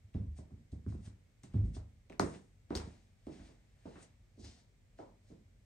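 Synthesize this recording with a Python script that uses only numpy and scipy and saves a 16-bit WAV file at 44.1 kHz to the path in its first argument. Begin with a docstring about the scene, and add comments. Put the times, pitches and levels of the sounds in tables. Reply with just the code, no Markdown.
"""Over a quiet house hum, slippered feet come down a carpeted wooden staircase, step onto a laminate
floor about two seconds in and walk off along a hallway. Landings ring damped board modes and load the
hollow stair, which booms; soles brush as filtered grains, tick as noise puffs and slap as air pulses.
A small hard hallway returns a short diffuse tail, its share growing as the walker leaves; two close
microphone ports hear each frequency with their own level and phase."""
import sys
import numpy as np
from scipy import signal
from scipy.fft import rfft, irfft, next_fast_len
from scipy.io import wavfile

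SR = 44100
rng = np.random.default_rng(int(sys.argv[2]) if len(sys.argv) > 2 else 0)


def wrap_up_sound(samples):
    """Save the sound to the file named by the first command line argument, as 16-bit audio."""
    columns = np.atleast_2d(samples).T
    # keep every value between -1 and 1, then stretch to whole-number steps
    tamed = np.clip(columns, -1, 1)
    steps = np.round(tamed * 32767).astype(np.int16)
    wavfile.write(sys.argv[1], SR, steps)


def how_loud(loudness_db):
    """Turn decibels into a plain amplitude multiplier (0 dB gives 1, 20 dB gives 10)."""
    steps = np.asarray(loudness_db, float) / 20
    return 10 ** steps


N = 249149


def at_hz(points, hz):
    """Interpolation on a log-frequency axis: equal ratios of frequency count as equal distances."""
    return np.interp(np.log(hz), np.log(np.array(points)[:, 0]), np.array(points)[:, 1])


def rms_one(x):
    """Normalisation: scale a signal to unit rms."""
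    return x / np.sqrt(np.mean(x ** 2) + 1e-20)


def ring(force, hz, t60):
    """Damped resonator: a unit click sets a decaying sine of height 1 ringing."""
    radius = how_loud(-60 / (t60 * SR))
    angle = 2 * np.pi * hz / SR
    return signal.lfilter([0, np.sin(angle)], [1, -2 * radius * np.cos(angle), radius ** 2], force + 1e-18)


def diffuse_bands():
    """Diffuse-field coherence: half-octave noise bands of equal power per Hz, as (Hz, filter, noise)."""
    # left-right correlation of a diffuse sound: hz, likeness (0 to 1)
    diffuse_likeness = [(100, 0.93), (200, 0.93), (320, .6), (500, 0.27), (1500, 0.055), (4000, 0.033),
                        (9000, 0.1)]
    settle = 4000   # samples dropped while the filters start up
    band_edges_hz = 22 * 2 ** np.arange(0, 9.7, 0.5)
    white = rng.standard_normal((2, 2, N + settle))   # adjacent bands take independent noise
    for k, (low, high) in enumerate(zip(band_edges_hz, band_edges_hz[1:])):
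        sos = signal.butter(2, [low, high], "band", fs=SR, output="sos")
        mid, side = signal.sosfilt(sos, white[k % 2])[:, settle:]
        hz = np.sqrt(low * high)
        alike = np.clip(at_hz(diffuse_likeness, hz), 0, 1)
        yield hz, sos, np.sqrt(1 + alike) * mid + np.sqrt(1 - alike) * side * [[1], [-1]]


def hum():
    """Stationary coloured noise: a steady low rumble of the house and a hiss above it."""
    # spectrum of the house rumble: hz, level_db per Hz (relative)
    rumble_colour = [(25, -31), (42, 0.5), (59, -1.5), (75, -16), (86, 1), (107, -1), (166, -15.5),
                     (202, -13.5), (317, -23.5), (525, -24.5), (788, -31.5), (1030, -37.5), (1200, -38),
                     (1560, -65.5), (2640, -120)]
    # spectrum of the preamp and far air hiss: hz, level_db per Hz (relative)
    hiss_colour = [(710, -36.5), (1200, -10.5), (1270, -8), (1630, -3), (2200, 0), (2710, -6), (3150, -6),
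                   (4750, -9), (8530, -8.5), (10000, -23), (11900, -17.5), (16000, -26)]
    rumble_rms_db, hiss_rms_db = -65.5, -80.5
    diffuse = rfft(sum(noise for _, _, noise in diffuse_bands()))
    hz = np.fft.rfftfreq(N, 1 / SR) + 1
    rumble = rms_one(irfft(diffuse * how_loud(at_hz(rumble_colour, hz)), N))
    hiss = rms_one(irfft(diffuse * how_loud(at_hz(hiss_colour, hz)), N))
    return how_loud(rumble_rms_db) * rumble + how_loud(hiss_rms_db) * hiss


def booms():
    """Modal excitation by a load: hollow modes swell as weight comes on, then decay exponentially."""
    # body weight coming onto the structure: start_s, level_db (of the favoured mode, before its decay),
    # favoured_mode (0 = highest, 2 = lowest; fractions lie between modes)
    loads = [(0.036, -49.5, 0.1), (0.15, -31, 0.35), (0.197, -37, 0.078), (0.278, -37.5, 1.03),
             (0.385, -48, 0.78), (0.516, -45.5, 0.3), (0.726, -36, 0.57), (0.866, -32, 0.042),
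             (0.924, -43, 1.2), (1.001, -49, 0.05), (1.067, -44, 0.14), (1.549, -25.5, 0.035),
             (1.574, -25, 0.034), (1.629, -30, 2.3), (1.763, -36, 0.4), (1.839, -53, 0.2),
             (1.947, -60.5, 1.3), (2.194, -43, 0.2), (2.231, -41.5, 0.45), (2.71, -47, 1.2),
             (2.751, -34.5, 0.55), (2.831, -45, 0.52), (3.272, -49.5, 0.73), (3.4, -49, 1.6),
             (3.857, -51.5, 0.57), (3.957, -59.5, 2.1), (4.197, -61, 0.057), (4.38, -54, 0.35),
             (4.428, -44, 0.55), (4.989, -58, 0.071), (5.302, -55, 0.43)]
    # modes of the air and joists under the stair: pitch_hz
    hollow_hz = [101.5, 75, 50]
    # decay of those modes: t60_s
    hollow_t60_s = [0.26, .35, .4]
    loading_ms = 9.1   # time constant of the weight coming down
    neighbour_loss_db = 11.5   # weakening per mode step away from the favoured one
    t = np.arange(N + SR) / SR
    since = t[:SR]
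    swell = 1 - np.exp(-1000 * since / loading_ms)
    out = np.zeros(N)
    for k, (hz, t60) in enumerate(zip(hollow_hz, hollow_t60_s)):
        swing = np.zeros(N + SR)
        for s, db, favoured in loads:
            at = round(s * SR)
            decay_db = db - neighbour_loss_db * abs(k - favoured) - 60 * since / t60
            swing[at:at + SR] += swell * how_loud(decay_db)
        # all loads share one continuous phase, so each swells in step with the ringing
        out += (swing * np.sin(2 * np.pi * (hz * t + rng.random())))[:N]
    return out


def brushing():
    """Stick-slip friction: fibres and grit slip under the sole as dense uneven grains, in strokes."""
    # spectrum of sole on carpet and laminate: hz, level_db per Hz (relative)
    brush_colour = [(350, -32), (600, -4.5), (829, -6), (910, -24), (1820, -11.5), (3130, -14), (5270, -16),
                    (8460, -13.5), (9500, -6.5), (12400, -66), (20900, -120)]
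    # brushes of the sole: peak_s, peak_db (relative), rise_s, fade_s, top_share_db, rasp_share_db
    strokes = [(0.144, -81, .014, 0.11, -10, 11.5), (0.379, -71.5, 0.029, 0.057, -3, -0.5),
               (0.72, -78, 0.0097, 0.075, -5, -3), (0.892, -75.5, 0.031, 0.15, -6, -0.5),
               (1.06, -72.5, 0.043, 0.048, 0.5, 5), (1.436, -71.5, 0.0079, 0.065, -3, 2),
               (1.542, -84, 0.033, 0.22, -3.5, 12.5), (1.65, -83, 0.016, 0.1, -1.5, -4),
               (1.752, -63, 0.018, 0.045, -6, -3.5), (2.204, -65, 0.0079, 0.18, 2.5, -5.5),
               (2.351, -75.5, 0.089, 0.04, -9, 12), (2.705, -78.5, 0.016, 0.11, -6, 12),
               (2.76, -66.5, 0.029, 0.27, -7, 2.5), (3.33, -73.5, 0.093, 0.19, -9.5, 3.5),
               (3.47, -75.5, 0.18, 0.11, -10, 1), (3.86, -81.5, 0.012, 0.19, -16, 1.5),
               (4.0, -80, 0.36, 0.12, -3.5, 9.5), (4.03, -73, 0.026, 0.025, 6, 0),
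               (4.396, -68, 0.018, 0.13, -15, -21), (4.449, -61, 0.027, 0.15, -18, -7.5),
               (4.6, -80, 0.36, 0.043, -11.5, -3), (4.988, -76, .03, .14, -12, -1),
               (5.288, -79.5, 0.081, .14, -8.5, -1.5)]
    stroke_span_db = 20   # level change over one rise_s or one fade_s
    rasp_below_hz, top_above_hz, edge_steepness = 3500, 5900, 8
    t = np.arange(N) / SR
    grain_height = how_loud(1.543 * np.minimum(rng.exponential(1, N), 5))
    grains = grain_height * rng.standard_normal(N)
    hz = np.fft.rfftfreq(N, 1 / SR) + 1
    spectrum = rfft(grains) * how_loud(at_hz(brush_colour, hz))
    low = 1 / (1 + (hz / rasp_below_hz) ** edge_steepness)
    high = 1 / (1 + (top_above_hz / hz) ** edge_steepness)
    rasp, middle, top = [irfft(spectrum * part, N) for part in (low, 1 - low - high, high)]
    out = np.zeros(N)
    for s, db, rise_s, fade_s, top_db, rasp_db in strokes:
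        on = slice(max(round((s - 2 * rise_s) * SR), 0), round((s + 2 * fade_s) * SR))
        distance = np.maximum((s - t[on]) / rise_s, (t[on] - s) / fade_s)
        envelope = how_loud(db - stroke_span_db * distance)
        out[on] += envelope * (middle[on] + how_loud(top_db) * top[on] + how_loud(rasp_db) * rasp[on])
    return out / np.std(middle + top)


def ticks():
    """Impulsive contact: a hard sole edge gives a millisecond or two of noise, partly resonant."""
    # ticks of the sole edge: start_s, peak_db (nominal), centre_hz
    edge_ticks = [(.142, -56.5, 2840), (.718, -60, 4000), (.894, -65, 2100), (1.4345, -47, 8850),
                  (1.441, -57, 7500), (1.539, -54.5, 1900), (2.098, -46, 2200), (2.1225, -48, 2290),
                  (2.128, -47, 2230), (2.1958, -23.5, 8800), (2.1962, -26.5, 4750), (2.2005, -44, 5080),
                  (2.705, -54, 4000), (2.752, -27.5, 4300), (2.756, -32.5, 6500), (2.7655, -31.5, 6750),
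                  (2.773, -32, 4330), (2.782, -45.5, 2610), (2.8, -43, 2500), (3.268, -52.5, 3014),
                  (4.447, -47, 4530), (4.987, -65, 2194)]
    decay_ms = 1.1
    span = 900   # samples
    t = np.arange(span) / SR
    out = np.zeros(N + span)
    noise = rng.standard_normal((len(edge_ticks), span))
    for (s, db, hz), n in zip(edge_ticks, noise):
        puff = n * np.exp(-1000 * t / decay_ms)
        bright = np.diff(puff, prepend=0) * hz / 15000
        puff = bright + 0.2 * ring(puff, hz, 7 / hz)
        at = round(s * SR)
        out[at:at + span] += how_loud(db) * puff / 3 / np.std(puff[:90])   # peak taken as three deviations
    return out[:N]


def knocks(steps, modes):
    """Modal synthesis: each blow rings all board modes; returns direct sound and hallway feed."""
    # more hallway as the walker leaves: time_s, share_db (relative)
    hall_share = [(0.1, -7), (2.0, -4.5), (3.0, -2), (3.9, 0.5), (5.3, 4.5)]
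    slope_from_hz, slope_to_hz = 242, 1600   # range over which a soft contact dulls the modes
    middle_hz, middle_octaves = 647, 0.82   # centre and 1/e half width of the middle modes
    s, db, slope_db, middle_db = np.transpose(steps)
    hall_db = np.interp(s, *np.transpose(hall_share))
    at = np.round(s * SR).astype(int)
    out = np.zeros((2, N))
    for k, (hz, mode_db, t60) in enumerate(modes):
        octaves = np.log2(np.clip(hz, slope_from_hz, slope_to_hz) / slope_from_hz)
        middle = np.exp(-(np.log2(hz / middle_hz) / middle_octaves) ** 2)
        blow_db = db + slope_db * octaves + middle_db * middle + mode_db
        blows = np.zeros((2, N))
        blows[:, at] = how_loud(blow_db) * [np.ones(len(s)), how_loud(hall_db)]
        soft = signal.lfilter(*signal.butter(1, hz, fs=SR), blows)   # the padding rounds the contact
        out += ring(soft, hz, t60) * (-1) ** k   # neighbouring modes start in opposite sense
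    return out


def slaps(cycles):
    """Air displacement: a flat sole squeezes out a heavily damped pressure pulse, suction first."""
    # sole landings: start_s, peak_db (nominal), pulse_hz
    sole_slaps = [(.148, -33.5, 293), (0.386, -54.5, 404), (.734, -40, 260), (.866, -34, 252),
                  (0.951, -37, 300), (1.078, -38.5, 190), (1.542, -36.5, 329), (1.612, -44, 336),
                  (1.767, -39, 344.4), (2.1977, -11, 998), (2.2035, -26.5, 330), (2.7078, -28, 335),
                  (2.752, -34, 310), (2.761, -29.5, 390), (2.875, -38, 212), (3.27, -37.5, 275),
                  (3.856, -41.5, 248), (4.988, -48, 1600)]
    out = np.zeros(N)
    for s, db, hz in sole_slaps:
        click = np.zeros(2000)
        click[0] = -how_loud(db)
        rounded = signal.lfilter(*signal.butter(2, 2 * hz, fs=SR), click)
        at = round(s * SR)
        out[at:at + 2000] += ring(rounded, hz, cycles / hz)   # falls 60 dB in this many cycles
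    return out


def hallway(x, gap_s):
    """Statistical reverberation: walls store each band's energy and return it as decaying noise."""
    # reverberation time of the hallway: hz, t60_s
    hall_t60 = [(150, 0.52), (300, 0.38), (1000, 0.36), (3000, 0.24), (9000, 0.14)]
    late = np.concatenate([np.zeros(round(gap_s * SR)), x])[:N]
    out = 0
    for hz, sos, noise in diffuse_bands():
        keep = how_loud(-120 / (at_hz(hall_t60, hz) * SR))   # power kept per sample: 60 dB lost in one t60
        power = signal.sosfilt(sos, late) ** 2
        stored = signal.lfilter([1 - keep], [1, -keep], power)
        out = out + rms_one(noise) * np.sqrt(stored)
    return out


def ports(x):
    """Inter-channel differences: two ports hear each frequency with their own level and phase."""
    # level difference: hz, left_minus_right_db
    port_balance = [(100, -.4), (320, -4.5), (550, 0), (1500, 1), (2500, .5), (5200, 5), (8500, .5),
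                    (12000, 0)]
    # phase difference: hz, left_lead_rad
    port_phase = [(250, 0), (420, 0.98), (970, 1.96), (1300, 1.5), (2200, 0.2), (2900, 1.53), (6700, 0.84),
                  (8900, -8.5), (11700, -6)]
    # response common to both ports: hz, level_db
    port_colour = [(25, -21), (42, 4), (3000, 0), (5000, 4), (8600, 6), (9500, -2.5), (10200, -23),
                   (11500, -14), (16000, -26.5)]
    size = next_fast_len(N + 4096)
    hz = np.fft.rfftfreq(size, 1 / SR) + 1
    # each port takes half of the difference, in opposite sense
    half = how_loud(at_hz(port_balance, hz) / 2) * np.exp(0.5j * at_hz(port_phase, hz))
    coloured = rfft(x, size) * how_loud(at_hz(port_colour, hz))
    return irfft(coloured * [half, 1 / half], size)[:, :N]


def scene():
    """Superposition: contacts sound in the hallway; the boom arrives through the structure."""
    # heel and toe knocking the boards: start_s, peak_db (relative),
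    # slope_db per octave towards the higher modes (softer = steeper), middle_modes_db (extra)
    blows = np.array([(0.147, -30, -14, -3), (0.202, -46, -15, 0), (0.387, -44, -10, 4.5),
                      (0.506, -57, -8.5, 5), (0.518, -44, -18.5, 1), (0.727, -42.5, -18.5, 10),
                      (0.864, -32, -9, -21.5), (0.924, -48.5, -4.5, -3), (0.943, -42, -9, -21),
                      (1.074, -50, -4.5, -12), (1.437, -46.5, -5.5, -9.5), (1.543, -28, -12.5, -10.5),
                      (1.627, -33, -15.5, -23), (1.767, -48, -5, 3), (2.101, -45, -8, 9),
                      (2.197, -23, -2.5, -0.5), (2.706, -33, -5.5, 5), (2.753, -35.5, -4.5, 4),
                      (2.8, -65.5, 6.5, 9), (2.872, -45, -6.5, -29), (3.269, -38, -12, 10),
                      (3.395, -47, -3.5, -29), (3.489, -55.5, -7.5, 4), (3.855, -43.5, -9, 10),
                      (3.957, -52, -0.6, -5), (4.376, -50, -16.5, 10), (4.441, -52.5, -6, -5),
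                      (4.989, -53.5, -6.5, 19.5), (5.3, -51.5, -17, 11)])
    # board modes of the stair: pitch_hz, level_db (relative), t60_s
    tread_modes = [(129.6, 0.5, 0.1), (187, -10, 0.35), (215.3, -4.5, 0.1), (281, -2.5, 0.07),
                   (329, -23.5, 0.064), (376.6, -1.5, 0.088), (428, -2, 0.038), (620, -1.5, 0.15),
                   (762, 1.5, 0.052), (1070, 11, 0.014), (1600, 6.5, 0.0071)]
    # board modes of the laminate floor: pitch_hz, level_db (relative), t60_s
    laminate_modes = [(178, -8, 0.17), (228, -2, 0.049), (300, 5, 0.032), (395, -4, 0.12),
                      (490, -2.5, 0.039), (648, 2.5, 0.021), (776, -1.5, 0.047), (1056, 7, 0.013),
                      (1488, 4, 0.018), (1900, 2, .004)]
    floor_reached_s = 2.0
    on_stair = blows[:, 0] < floor_reached_s
    stair = how_loud(-2) * knocks(blows[on_stair], tread_modes)
    floor = how_loud(-1.5) * knocks(blows[~on_stair], laminate_modes)
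    knock, knock_feed = stair + floor
    tick = ticks()
    brush = how_loud(2.5) * brushing()
    hall_feed = how_loud(4.5) * knock_feed + how_loud(-2.0) * tick + how_loud(-2.0) * brush
    tail = hallway(hall_feed, gap_s=0.002)
    return ports(knock + slaps(cycles=4.03) + tick + brush + tail + booms()) + hum()


def roll_off(x):
    """The treble ends steeply here."""
    return signal.sosfilt(signal.butter(12, 16620, fs=SR, output="sos"), x)


def record(dry):
    """Signal chain: the finished mix passes through the last stage."""
    return roll_off(dry)


dry = scene()
out = record(dry)
wrap_up_sound(out)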